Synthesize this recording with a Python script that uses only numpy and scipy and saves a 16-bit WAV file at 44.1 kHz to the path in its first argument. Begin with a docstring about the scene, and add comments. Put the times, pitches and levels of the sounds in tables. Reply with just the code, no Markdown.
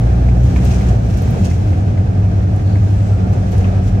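"""Inside a city bus that takes a corner and shifts up a gear after one second.
The engine's firing harmonics boom as they pass through the cabin's resonances. In the higher gear a
driveline drone beats against the second harmonic, while the body rumbles and the tyres roar below.
Bumps make the trim buzz, panels knock, window frames chatter and small fittings tick.
A gear hum, thin squeals and one brief rub of a seat fitting lie faintly behind."""
import sys
import numpy as np
from scipy import signal
from scipy.fft import rfft, irfft
from scipy.io import wavfile

SR = 44100
rng = np.random.default_rng(int(sys.argv[2]) if len(sys.argv) > 2 else 0)


def wav_record(signal):
    """Record a signal, one row per channel, as 16-bit PCM in the file named by sys.argv[1]."""
    frames = np.transpose(np.atleast_2d(signal))
    bounded = np.clip(frames, -1, 1)
    # unit amplitude maps onto the largest positive 16-bit level
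    quanta = np.round(bounded * 32767).astype(np.int16)
    wavfile.write(sys.argv[1], SR, quanta)


N = 176400
TIME = np.arange(N) / SR

# Engine speed. Each row: time in seconds, firing rate in Hz.
FIRING_RATE = [(0, 57.8), (.3, 60.2), (.85, 61), (1.0, 56.3), (1.12, 50), (1.27, 46.5), (1.55, 44.1),
               (2.1, 44.2), (2.8, 45.1), (4, 47.1)]
# Engine load, easing for the gear change. Each row: time in seconds, gain in dB.
ENGINE_LOAD = [(0, .5), (.5, 1), (.88, 0), (1.15, -4), (1.45, -1.5), (2.9, -2.5), (3.8, 2)]
# Cabin response to an engine harmonic. Each row: frequency in Hz, level in dB before the load gain.
CABIN_RESPONSE = [(44, -32.5), (47, -25.5), (54, -15.5), (60, -13), (88, -20.5), (93, -18), (120, -17.5),
                  (133, -34.5), (160, -37.5), (178, -25), (188, -24.5), (230, -40.5), (370, -41.5)]
# Driveline drone. Each row: time in seconds, level in dB.
DRONE_LEVEL = [(0, -58), (1.2, -55), (1.6, -15), (3.05, -14.5), (3.45, -19.5), (4, -18)]

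# Spectra of body rumble, tyre roar and trim buzz. Each row: frequency in Hz, relative density in dB.
RUMBLE_SPECTRUM = [(12, -27), (25, -16), (40, -11.5), (62, 2), (80, 0.5), (98, 2.5), (126, -1.5), (150, -8),
                   (190, -6), (225, -13), (260, -12), (300, -24), (500, -48.5), (2000, -120)]
ROAR_SPECTRUM = [(100, -21), (200, 2), (470, 0), (600, -2.5), (750, -2.5), (900, -12), (1130, -16),
                 (1400, -14.5), (1900, -21.5), (2400, -20.5), (3200, -30.5), (6000, -31.5), (10000, -45),
                 (16000, -66.5)]
BUZZ_SPECTRUM = [(500, -5.5), (1000, 7.5), (2300, 5.5), (3300, 3), (4800, -1.5), (6200, 4), (7300, -1.5),
                 (9300, -8), (15500, -16)]
# Envelopes of the same three. Each row: time in seconds, level in dB.
RUMBLE_LEVEL = [(0, -16), (.6, -14.5), (.85, -12.5), (1.05, -16), (1.35, -13.5), (1.7, -16.5), (2.5, -17.5),
                (4, -18.5)]
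ROAR_LEVEL = [(0, -26.5), (.35, -27.5), (.62, -25), (.9, -25.5), (1.04, -29.5), (1.25, -27), (2.1, -29.5),
              (3.1, -28), (3.68, -26), (4, -28.5)]
BUZZ_LEVEL = [(0, -48.5), (.33, -50), (.45, -42), (.6, -44), (.67, -38.5), (.83, -41.5), (.89, -41),
              (.98, -49.5), (1.11, -41), (1.48, -43), (1.62, -45), (2.1, -54.5), (2.55, -51), (3.08, -44.5),
              (3.25, -54.5), (3.55, -44), (3.8, -53), (3.885, -39), (3.94, -55)]

# Blows on panels. Each row: start in seconds, level in dB, factor on the mode frequencies.
KNOCKS = [(.287, -32.5, .98), (.5615, -25, 1.03), (.567, -30, .97), (0.581, -33.5, 1.1),
          (.736, -32.5, 1.05), (.81, -32.5, 1), (1.276, -34, .92), (1.512, -31, .96), (1.73, -33, .95),
          (1.975, -35, .95), (2.253, -37, 1), (2.596, -35, .94), (2.756, -31, .96), (3.644, -30.5, 1.18),
          (3.652, -34, 1.12)]
# Panel modes. Each row: frequency in Hz, relative level in dB, time to fall 60 dB in seconds.
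PANEL_MODES = [(960, -1, 0.037), (1800, -9, 0.024), (2168, -3, 0.04), (2355, -7, 0.043), (2670, -9, 0.019),
               (3320, -20.5, 0.02)]
# Rattles of loose window frames. Each row: start in seconds, level in dB.
CHATTERS = [(.566, -42.5), (.647, -36.5), (.707, -36), (.735, -34.5), (.885, -40), (1.17, -42),
            (1.437, -41.5), (1.449, -35.5), (1.499, -40.5), (3.325, -44), (3.52, -44.5), (3.581, -46.5)]
# Ticks of metal fittings. Each row: start in seconds, level in dB, resonance in Hz.
TICKS = [(.649, -37, 13000), (1.174, -41, 12500), (1.221, -39, 13000), (1.307, -39, 12000),
         (1.449, -40, 11100), (2.562, -46, 8600), (3.325, -48, 14000), (3.514, -46, 12500),
         (3.532, -47, 12000), (3.581, -41.5, 9300)]
# Spectra of panel thud, frame chatter and seat rub. Each row: frequency in Hz, relative density in dB.
THUD_SPECTRUM = [(300, -9.5), (1000, 3), (1400, 2), (2400, 4.5), (3300, -10), (7000, -13.5), (14000, -38)]
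CHATTER_SPECTRUM = [(1000, -14.5), (2500, 7.5), (4000, 0.5), (6000, 7.5), (9000, -3.5), (15500, -22)]
RUB_SPECTRUM = [(2800, -21.5), (4000, -2), (4500, 3), (5300, -18), (8000, -34)]
# Gear hum and squeals. Each row: start and end in seconds, pitch in Hz, level in dB, leftward pan in dB.
WHINES = [(1.35, 3.08, 305, -37.5, -1), (3.1, 3.31, 1380, -48, 0), (3.64, 3.9, 1315, -54, 0),
          (2.92, 3.2, 7920, -65, 0), (.58, .74, 7950, -58, 0)]

# Likeness of the two microphone signals. Each row: frequency in Hz, correlation (clipped to -1..1 in use).
CORRELATION = [(60, 2), (110, 1.1), (190, 1.35), (270, -0.02), (400, 0.4), (700, 0.04), (1250, -0.5),
               (2200, 0.02)]
# Stereo balance. Each row: frequency in Hz, left minus right in dB.
BALANCE = [(150, 0.36), (300, -2.3), (600, -1.2), (1100, -2.2), (2200, 1), (3800, -0.64), (9000, 0.33)]


def engine(firing_hz, harmonics=6, waver_db=1.23, jitter_rad=0.04):
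    """Forced vibration: firing harmonics swell and fade as they slide through the cabin's resonances."""
    out, firing_phase = 0, phase_of(firing_hz)
    for k in range(1, harmonics + 1):
        level_db = at_hz(CABIN_RESPONSE, k * firing_hz) + waver_db * drift(6.2)
        phase = k * (firing_phase + jitter_rad * drift(16.0)) + rng.uniform(0, 2 * np.pi)
        out = out + from_db(level_db) * np.sin(phase)
    return np.sqrt(2) * out * from_db(in_time(ENGINE_LOAD))


def driveline(firing_hz, ratio=2.235):
    """Beating: a drone just above the engine's second harmonic meets it in phase some ten times a second."""
    level_db = in_time(DRONE_LEVEL) - 0.5 * drift(2.3)
    phase = ratio * phase_of(firing_hz) + rng.uniform(0, 2 * np.pi)
    return np.sqrt(2) * from_db(level_db) * np.sin(phase)


def road(firing_hz, flutter_db=0.97, clatter_depth=0.044):
    """Random excitation: the body rumbles, and a fluttering tyre roar pulses slightly with each firing."""
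    rumble = cabin_field(rng.standard_normal((2, N)), RUMBLE_SPECTRUM)
    flutter = from_db(flutter_db * drift(13.4))
    clatter = 1 + clatter_depth * np.cos(phase_of(firing_hz))
    roar = cabin_field(rng.standard_normal((2, N)) * flutter * clatter, ROAR_SPECTRUM)
    return rumble * from_db(in_time(RUMBLE_LEVEL)) + roar * from_db(in_time(ROAR_LEVEL))


def panel_knocks(thud_db=-8.5, scatter_rad=1, pan_db=-0.5):
    """Modal ringing: a struck panel sounds as a sum of damped sinusoids over a short thud."""
    out = from_db(thud_db) * cabin_field(bursts([row[:2] for row in KNOCKS], t60_s=0.12), THUD_SPECTRUM)
    hz, mode_db, t60_s = np.transpose(PANEL_MODES)[:, :, None]
    age = TIME[:SR // 10]
    envelopes = from_db(mode_db - 60 * age / t60_s)
    for start_s, level_db, pitch in KNOCKS:
        # each mode reaches the two microphones at different phases
        phases = rng.uniform(0, 2 * np.pi, hz.shape) + scatter_rad * rng.standard_normal((2, *hz.shape))
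        modes = envelopes * np.sin(2 * np.pi * pitch * hz * age + phases)
        start = int(start_s * SR)
        out[:, start:start + len(age)] += modes.sum(axis=1) * from_db(level_db)
    return out * pan(pan_db)


def trim_buzz(contacts_per_s=740, spread_db=3.5, hiss_share=0.86):
    """Shot noise: shaken trim makes countless tiny contacts, which the cabin mostly blurs to a hiss."""
    sizes = from_db(spread_db * np.minimum(rng.exponential(1, (2, N)), 4))
    signs = rng.choice([-1, 1], (2, N))
    touching = rng.random((2, N)) < contacts_per_s / SR
    contacts = np.sqrt(1 - hiss_share) * unit_rms(sizes * signs * touching)
    hiss = np.sqrt(hiss_share) * rng.standard_normal((2, N))
    return cabin_field(contacts + hiss, BUZZ_SPECTRUM) * from_db(in_time(BUZZ_LEVEL) + drift(27))


def frame_chatter(grit_db=2.8):
    """Intermittent contact: loose window frames clatter in uneven, decaying bursts."""
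    rattle = cabin_field(bursts(CHATTERS, t60_s=0.18), CHATTER_SPECTRUM)
    return rattle * unit_rms(from_db(grit_db * drift(140)))


def fitting_ticks(bandwidth_hz=2000):
    """Damped resonance: each click excites the broad, high mode of a small metal fitting."""
    out, radius = 0, np.exp(-np.pi * bandwidth_hz / SR)
    for start_s, level_db, hz in TICKS:
        click = bursts([(start_s, level_db)], t60_s=0.026, tail_db=-18)
        resonator = [1, -2 * radius * np.cos(2 * np.pi * hz / SR), radius ** 2]
        out = out + signal.lfilter([1, 0, -1], resonator, click + 1e-18)
    return out * np.sqrt((1 - radius ** 2) / 2)


def whines(fade_s=0.054, wander=0.005, waver_db=2.9):
    """Random modulation: the gear hum and squeals are single tones, unsteady in pitch and level."""
    out = 0
    for start_s, end_s, hz, level_db, pan_db in WHINES:
        fade = np.clip(np.minimum(TIME - start_s, end_s - TIME) / fade_s, 0, 1)
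        tone = np.sqrt(2) * np.sin(phase_of(hz * (1 + wander * drift(31.0))))
        out = out + fade * tone * from_db(level_db + waver_db * drift(8.6)) * pan(pan_db)
    return out


def seat_rub(peak_s=2.705, half_width_s=0.066, level_db=-50.5):
    """Friction noise: a seat fitting rubs unevenly, swelling and dying away."""
    swell = np.exp(-((TIME - peak_s) / half_width_s) ** 2)
    friction = cabin_field(rng.standard_normal((2, N)), RUB_SPECTRUM)
    return friction * swell * from_db(level_db + 2 * drift(50))


def bursts(blows, t60_s, tail_db=-7, cabin_t60_s=0.35):
    """Exponential decay: each blow's dense, noisy ring adds in power to the cabin's reverberant tail."""
    power = np.zeros(N)
    for start_s, level_db in blows:
        start = int(start_s * SR)
        age = TIME[:N - start]
        direct = from_db(level_db - 60 * age / t60_s)
        tail = from_db(level_db + tail_db - 60 * age / cabin_t60_s)
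        power[start:] += direct ** 2 + tail ** 2
    return np.sqrt(power) * rng.standard_normal((2, N))


def cabin_field(pair, spectrum, ripple_db=2, mode_spacing_hz=60.15):
    """Diffuse field: sound coloured by dense cabin modes reaches two microphones partly correlated."""
    hz = np.fft.rfftfreq(N, 1 / SR)
    ripple = np.interp(hz / mode_spacing_hz, np.arange(1000), rng.standard_normal(1000))
    ripple *= np.minimum(hz / 1000, 1) ** 2  # full depth above 1 kHz
    mid, side = rfft(pair) * unit_rms(from_db(at_hz(spectrum, hz) + ripple_db * ripple))
    correlation = np.clip(at_hz(CORRELATION, hz), -1, 1)
    common = np.sqrt((1 + correlation) / 2) * mid
    opposed = np.sqrt((1 - correlation) / 2) * side
    return irfft(np.array([common + opposed, common - opposed]) * pan(at_hz(BALANCE, hz)), N)


def drift(corner_hz, step=40):
    """Low-pass noise: a smooth random wander of unit spread."""
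    pole = np.exp(-2 * np.pi * corner_hz * step / SR)
    noise = rng.standard_normal(N // step + 2002)
    slow = signal.lfilter([1], [1, -2 * pole, pole ** 2], noise)[2000:]  # once the filter has settled
    return np.interp(np.arange(N) / step, np.arange(len(slow)), unit_rms(slow))


def phase_of(hz):
    """Phase in radians, the time integral of frequency."""
    return 2 * np.pi * np.cumsum(hz) / SR


def pan(db):
    """Left and right gains for a level difference in dB."""
    return from_db(np.array([[1], [-1]]) * db / 2)


def from_db(db):
    """Decibels to amplitude ratio."""
    return 10 ** (np.asarray(db) / 20)


def unit_rms(x):
    """Normalisation to unit power."""
    return x / np.sqrt(np.mean(x ** 2) + 1e-20)


def in_time(rows):
    """Linear interpolation of a table at every sample."""
    return np.interp(TIME, *np.transpose(rows))


def at_hz(rows, hz):
    """Interpolation of a table on a log-frequency axis."""
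    row_hz, values = np.transpose(rows)
    return np.interp(np.log(np.maximum(hz, 1)), np.log(row_hz), values)


def scene(left_lag_s=0.00022):
    """Superposition: engine, road and rattles add at a passenger seat."""
    firing_hz = in_time(FIRING_RATE)
    boom = engine(firing_hz) + driveline(firing_hz)
    left_boom = np.interp(TIME - left_lag_s, TIME, boom)
    rattles = panel_knocks() + frame_chatter() + fitting_ticks() + seat_rub()
    return np.array([left_boom, boom]) + road(firing_hz) + whines() + trim_buzz() + rattles


def record(dry):
    """Soft saturation rounds the highest peaks; a low-pass filter stops the treble above 16.8 kHz."""
    rounded = dry / (1 + dry ** 8) ** (1 / 8)
    return signal.sosfilt(signal.cheby2(16, 70, 16800, fs=SR, output="sos"), rounded)


dry = scene()
out = record(dry)
wav_record(out)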